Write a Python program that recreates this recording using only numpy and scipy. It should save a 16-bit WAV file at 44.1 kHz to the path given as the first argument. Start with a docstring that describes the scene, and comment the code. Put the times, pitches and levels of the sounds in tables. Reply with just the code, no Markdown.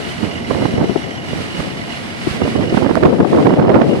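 """A boat's six-cylinder diesel hums and clatters steadily across a river, by a steel lift bridge.
Its firings excite resonances of the block and a ringing steel part; thin gear whines come and go.
Turbulent gusts buffet the two microphone ports separately, briefly in the first second, then hard
towards the end. Behind it all lie a far rumble and the wash of wind and ripples."""
import sys
import numpy as np
from scipy import signal
from scipy.fft import rfft, irfft
from scipy.io import wavfile
from scipy.ndimage import map_coordinates

SR = 44100
rng = np.random.default_rng(int(sys.argv[2]) if len(sys.argv) > 2 else 0)


def inscribe(sig):
    """Save sig as 16-bit PCM at rate SR to the path in sys.argv[1].

    A 1-D sig is mono; a 2-D sig holds one channel per row.
    Samples are clipped to [-1, 1] before scaling.
    """
    pcm = np.round(np.clip(np.atleast_2d(sig).T, -1, 1) * 32767)
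    wavfile.write(sys.argv[1], SR, pcm.astype(np.int16))


N = 176400

FIRING_HZ, SPEED_WOBBLE = 45.25, 0.00279
# Knock of each cylinder in firing order: level_db
CYLINDER_KNOCKS = [1.5, 1, 7.5, 0.5, 6.5, 7]
# Resonances of the block: pitch_hz, bandwidth_hz, left_db, right_db
BLOCK_MODES = [(1420, 850, -41, -41), (2025, 255, -41, -35), (2909, 68, -44.5, -42.5),
               (3090, 42, -51, -48.5), (3390, 120, -70, -51), (4940, 320, -55.5, -51),
               (5530, 910, -59, -50.5)]
# Partials of the exhaust hum: firing_multiple, level_db
EXHAUST_PARTIALS = [(2, -44), (3.68, -48.5), (5.08, -42), (11.5, -51), (15.17, -45.5)]
# Envelope of the engine: time_s, gain_db
ENGINE_ENVELOPE = [(0, 1), (1.65, 0.5), (2.1, 0.5), (2.7, 3), (3.2, -5.5), (3.45, -0.5), (3.65, -4),
                   (4, -2)]

def diesel():
    """Forced vibration: firings excite the block's modes; the exhaust hum follows the same speed."""
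    firings = np.cumsum(FIRING_HZ * (1 + SPEED_WOBBLE * walk(1.63))) / SR
    strength = undb(CYLINDER_KNOCKS)[firings.astype(int) % len(CYLINDER_KNOCKS)]
    knock = strength * np.exp(-(firings % 1) / 0.56) + 0.405  # echoes leave a steady floor
    out = np.zeros((2, N))
    for hz, bandwidth_hz, *sides_db in BLOCK_MODES:
        direct = noise()
        for side, db in enumerate(sides_db):
            scattered = 0.16 * noise()  # from steel and water
            out[side] += undb(db) * resonate(knock * (direct + scattered), hz, bandwidth_hz)
    for multiple, db in EXHAUST_PARTIALS:
        amplitude = undb(db) * np.sqrt(2) * undb(2 * walk(1.8))
        out += amplitude * np.sin(2 * np.pi * (multiple * firings + rng.random()))
    out = out * undb(curve(ENGINE_ENVELOPE)) + steel_ring()
    lag_s = np.linspace(0.32, 0.18, N) / 1000  # the right port's delay shrinks as the microphone turns
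    out[1] = map_coordinates(out[1], [(times() - lag_s) * SR], mode="mirror")
    return out


# Resonance of a loose steel part: pitch_hz, bandwidth_hz, left_db, right_db
STEEL_MODE = (2862, 49, -48, -40)
# Swells of its ringing: time_s, gain_db
STEEL_SWELLS = [(.08, 1), (.34, 0.5), (.62, 0), (1.05, -15), (1.28, -2), (1.54, 3), (1.68, 3), (1.92, 2),
                (2.45, 1), (2.68, 3), (2.88, 0), (3.53, 2), (3.93, 5)]

def steel_ring(jitter_s=0.0008, swell_s=0.037, pitch_waver=0.005):
    """Impact excitation: taps at the firing rate keep a steel part ringing; it wavers and swells."""
    t = times()
    hz, bandwidth_hz, *sides_db = STEEL_MODE
    beats_s = np.arange(0, t[-1], 1 / FIRING_HZ)
    timing, force = rng.standard_normal((len(beats_s), 2)).T
    taps = np.zeros(N)
    taps[np.clip((beats_s + jitter_s * timing) * SR, 0, N - 1).astype(int)] = undb(2 * force)
    swells = sum(undb(db) * np.exp(-((t - at) / swell_s) ** 2) for at, db in STEEL_SWELLS)
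    envelope = 0.66 * undb(curve(ENGINE_ENVELOPE)) + swells
    warped_samples = np.cumsum(1 + pitch_waver * walk(10.06))
    ringing = map_coordinates(resonate(taps, hz, bandwidth_hz), [warped_samples], mode="mirror")
    return undb(sides_db)[:, None] * envelope * ringing


# Wind strength at each port: time_s, level_db
LEFT_GUSTS = [(0, -20), (.17, -35), (.5, -25.5), (.75, -21), (.85, -11.5), (.98, -20), (1.2, -29.5),
              (1.55, -27.5), (1.63, -25), (1.95, -32.5), (2.2, -31.5), (2.45, -21), (2.95, -22), (3.06, -9),
              (3.27, -9.5), (3.36, -9.5), (3.53, -13), (3.62, -11), (3.9, -9.5), (4, -20.5)]
RIGHT_GUSTS = [(0, -49), (.18, -30), (.24, -16), (.33, -27), (.47, -24.5), (.52, -17), (.62, -12.5),
               (.72, -21.5), (.83, -12), (.89, -32), (1.15, -44), (1.39, -22), (1.5, -36), (1.59, -20),
               (1.68, -34.5), (2.2, -34), (2.39, -23), (2.43, -14.5), (2.5, -17.5), (2.8, -13),
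               (3.07, -10.5), (3.16, -25.5), (3.21, -9.5), (3.27, -43), (3.34, -11), (3.76, -10),
               (4, -18.5)]
# Brief lulls: time_s
LEFT_LULLS = [.87, .94, 1.015, 2.39, 3.174, 3.289]
RIGHT_LULLS = [2.505, 2.54, 2.699, 2.94, 3.003, 3.434, 3.562, 3.853, 3.92]
# Single eddies striking each port: time_s, strength_db
LEFT_EDDIES = [(0.266, -26), (0.613, -18), (0.742, -17.5), (0.831, -14), (0.899, -8), (0.961, -6.5),
               (1.674, -20), (2.274, -9.5), (2.732, -14), (3.062, -2), (3.129, -8), (3.206, -4),
               (3.229, -7), (3.589, -7), (3.766, -2.5), (3.933, -8.5)]
RIGHT_EDDIES = [(0.233, -11), (0.242, -12.5), (.51, -8), (.603, -17), (0.625, -11), (.657, -7.5),
                (0.784, -11.5), (0.814, -9.5), (0.846, -12.5), (1.334, -13.5), (1.603, -15), (2.279, -17),
                (2.421, -8), (2.56, -10), (2.594, -11.5), (2.747, -7.5), (2.776, -1.5), (2.826, -9),
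                (2.864, -6), (2.911, -5), (2.974, -6.5), (3.035, -1.5), (3.055, -0.5), (3.204, -10.5),
                (3.331, -6.5), (3.459, -5), (3.47, -2), (3.539, -7), (3.597, -5.5), (3.746, -2),
                (3.79, -10.5), (3.817, -2)]
# Spectral density of the wind's rumble: frequency_hz, left_db, right_db
WIND_SPECTRUM = [(35.2, -40, -47), (75.7, -15, -8.5), (130, -1.5, -3), (218, 0.5, 2.5), (349, 2.5, 1),
                 (624, -5, -7), (1010, -27, -35), (1930, -41, -48), (6000, -72, -64)]
# Spectral density of strong wind's ripping: frequency_hz, density_db
RIP_SPECTRUM = [(100, -41), (300, -2.5), (500, -1), (900, -4.5), (1400, -15), (2200, -26), (4000, -40),
                (14000, -77)]
# Ripping relative to the rumble at STRONG_DB: left_db, right_db
RIP_BALANCE = [-13, -5]
STRONG_DB, RIP_GROWTH, BASS_GROWTH = -8, 0.75, 0.3812  # growths in dB per dB of wind

def wind(gusts, lulls, eddies, side):
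    """Turbulent pressure at a port: weak flow rumbles deeply, strong flow rips, single eddies thump."""
    unevenness_db = 2 * np.minimum(walk(51.3), 1)  # eddies saturate: dips exceed peaks
    lull_db = -8 * sum(bell(at, 0.011) for at in lulls)
    db = curve(gusts) + unevenness_db + lull_db - 1
    rumble, rip = coloured(WIND_SPECTRUM, column=side + 1), coloured(RIP_SPECTRUM)
    bass = signal.sosfiltfilt(signal.butter(2, 198, fs=SR, output="sos"), rumble)
    mids = rumble - bass
    flutter_db = 5.5 * walk(210)
    rip_db = RIP_BALANCE[side] + np.minimum(RIP_GROWTH * (db - STRONG_DB), 0) + flutter_db
    out = undb(db) * (mids + undb(BASS_GROWTH * (STRONG_DB - db)) * bass + undb(rip_db) * rip)
    for at, strength_db in eddies:
        window = bell(at, 0.003)
        body = mids + undb(-BASS_GROWTH * strength_db) * bass  # weak eddies are the deepest
        rip_db = RIP_BALANCE[side] - 1 + RIP_GROWTH * (strength_db - STRONG_DB)
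        eddy = window * (body + undb(rip_db) * rip)
        eddy *= np.sqrt(np.sum(window ** 2) / np.sum(eddy ** 2))
        out = out * (1 - window) + undb(strength_db + 4) * eddy
    return out


# Large eddies passing each port: time_s
LEFT_THUMPS = [0.74, 2.276, 2.441, 3.872]
RIGHT_THUMPS = [0.553, 0.818, 1.594, 2.312, 2.439, 3.68, 3.882]

def thumps(moments, width_s=0.0018, peak_db=-8):
    """Pressure pulse: a large eddy swings the pressure at a port once, heard as a deep thump."""
    pulses = sum((1 - ((times() - at) / width_s) ** 2) * bell(at, width_s) for at in moments)
    return undb(peak_db) * pulses


# Slaps on the overloaded right port: start_s, level_db
PORT_SLAPS = [(.611, -11), (.657, -8), (2.847, -3), (2.955, 9), (3.060, 2), (3.204, -2), (3.539, -2)]

def port_pops(pitch_hz=1250, decay_s=0.00045):
    """Damped oscillation: slapped by the hardest eddies, the port rings for about one cycle."""
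    out = np.zeros(N)
    for start_s, db in PORT_SLAPS:
        age = np.maximum(times() - start_s, 0)
        out += undb(db) * np.exp(-age / decay_s) * np.sin(2 * np.pi * pitch_hz * age)
    return out


# Tones of the machinery: start_s, end_s, pitch_hz, left_db, right_db
GEAR_TONES = [(.41, 0.98, 4020, -43.5, -53.5), (.35, 1.2, 5500, -60, -46), (.6, 1.8, 5700, -73, -47.5),
              (3.45, 4.1, 4210, -55, -55)]

def gear_whines(sag_per_s=0.02, wobble=0.00215, fade_s=0.11):
    """Frequency and amplitude modulation: thin, rough tones flicker and sink as the gears slow."""
    out, t = np.zeros((2, N)), times()
    for start_s, end_s, pitch_hz, *sides_db in GEAR_TONES:
        hz = pitch_hz * (1 - sag_per_s * (t - start_s) + wobble * walk(90))
        fade = np.clip(np.minimum(t - start_s, end_s - t) / fade_s, 0, 1)
        flicker = unit(undb(4 * np.minimum(walk(14), 0.5)))
        out += undb(sides_db)[:, None] * fade * flicker * np.sin(2 * np.pi * np.cumsum(hz) / SR)
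    return out


# Spectral density of distant engine and machinery: frequency_hz, density_db
FAR_SPECTRUM = [(25, -40), (50, -1), (90, 3), (200, 4), (350, -1), (480, -11.5), (700, 1), (1000, -9.5),
                (2000, -45), (5000, -61)]
# Level of that rumble: left_db, right_db
FAR_LEVELS = [-31.5, -29.5]
# Spectral density of wind and ripples: frequency_hz, left_db, right_db
WASH_SPECTRUM = [(298, -52, -14), (1030, -1.5, 3.5), (2280, -0.5, 3.5), (3700, -4.5, -2), (4240, -3.5, -2),
                 (5570, -8.5, -13), (7130, -16.5, -13), (8760, -17, -12), (9800, -32, -12.5),
                 (12860, -28.5, -25.5), (14300, -47, -65)]
# Base level of that wash: left_db, right_db
WASH_LEVELS = [-37, -32.5]
# Envelope of the wash: time_s, gain_db
WASH_ENVELOPE = [(0, 5), (.15, 2), (.46, 0.5), (.51, 3.5), (.76, 0), (1.02, -0.5), (1.29, 0.5), (1.36, 4),
                 (1.55, 1.5), (1.605, 5.5), (1.71, 2.5), (2.18, 2), (2.29, 9), (2.38, 2.5), (2.68, 1),
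                 (2.77, 6.5), (2.88, -3), (3.24, -2.5), (3.3, 2.5), (3.45, -0.5), (3.62, -5), (3.8, -7),
                 (3.88, 2)]

def river():
    """Incoherent sources sum to broadband noise: a far rumble under a swelling hiss of wind and water."""
    swell = undb(curve(WASH_ENVELOPE) + 1.35 * walk(7.7))
    out = np.zeros((2, N))
    for side in range(2):
        out[side] += undb(FAR_LEVELS[side]) * coloured(FAR_SPECTRUM)
        out[side] += undb(WASH_LEVELS[side]) * swell * coloured(WASH_SPECTRUM, column=side + 1)
    return out


def undb(db):
    """Decibels to amplitude ratio."""
    return 10 ** (np.asarray(db) / 20)


def unit(x):
    """Normalisation to rms 1."""
    return x / np.sqrt(np.mean(x ** 2) + 1e-20)


def times():
    """Sample times in seconds."""
    return np.arange(N) / SR


def curve(rows):
    """Linear interpolation through rows of time_s, value."""
    return np.interp(times(), *np.array(rows, float).T)


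def bell(at, width_s):
    """Gaussian window of height 1."""
    return np.exp(-((times() - at) / width_s) ** 2 / 2)


def noise():
    """Gaussian white noise."""
    return rng.standard_normal(N)


def walk(hz):
    """Low-pass noise of rms 1: a random drift at rates up to about hz."""
    f = np.arange(N // 2 + 1) * SR / N
    return unit(irfft(rfft(noise()) * np.exp(-(f / hz) ** 2), N))


def coloured(rows, column=1):
    """Spectral shaping: noise of rms 1 that follows one decibel column of a spectrum."""
    rows, f = np.array(rows, float), np.arange(N // 2 + 1) * SR / N
    db = np.interp(np.log(f + 1), np.log(rows[:, 0]), rows[:, column])
    return unit(irfft(rfft(noise()) * undb(db), N))


def resonate(x, hz, bandwidth_hz):
    """Steep resonance: two band-passes in cascade, scaled to rms 1."""
    b, a = signal.iirpeak(hz, hz / (bandwidth_hz * np.pi / 2), fs=SR)
    return unit(signal.lfilter(b, a, signal.lfilter(b, a, x)))


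def scene():
    """Superposition: distant sources reach both ports, while each port has its own turbulence."""
    left = wind(LEFT_GUSTS, LEFT_LULLS, LEFT_EDDIES, side=0) + thumps(LEFT_THUMPS)
    right = wind(RIGHT_GUSTS, RIGHT_LULLS, RIGHT_EDDIES, side=1) + thumps(RIGHT_THUMPS) + port_pops()
    return diesel() + np.array([left, right]) + gear_whines() + river()


def record(dry, low_cut_hz=48, ceiling=1.1, top_hz=14000):
    """Band limiting and soft saturation: deep bass thins, loud peaks round off, the top is cut."""
    thin = signal.sosfilt(signal.butter(3, low_cut_hz, "high", fs=SR, output="sos"), dry)
    rounded = thin / (1 + (np.abs(thin) / ceiling) ** 6) ** (1 / 6)
    return signal.sosfilt(signal.ellip(8, 0.2, 70, top_hz, fs=SR, output="sos"), rounded)


dry = scene()
out = record(dry)
inscribe(out)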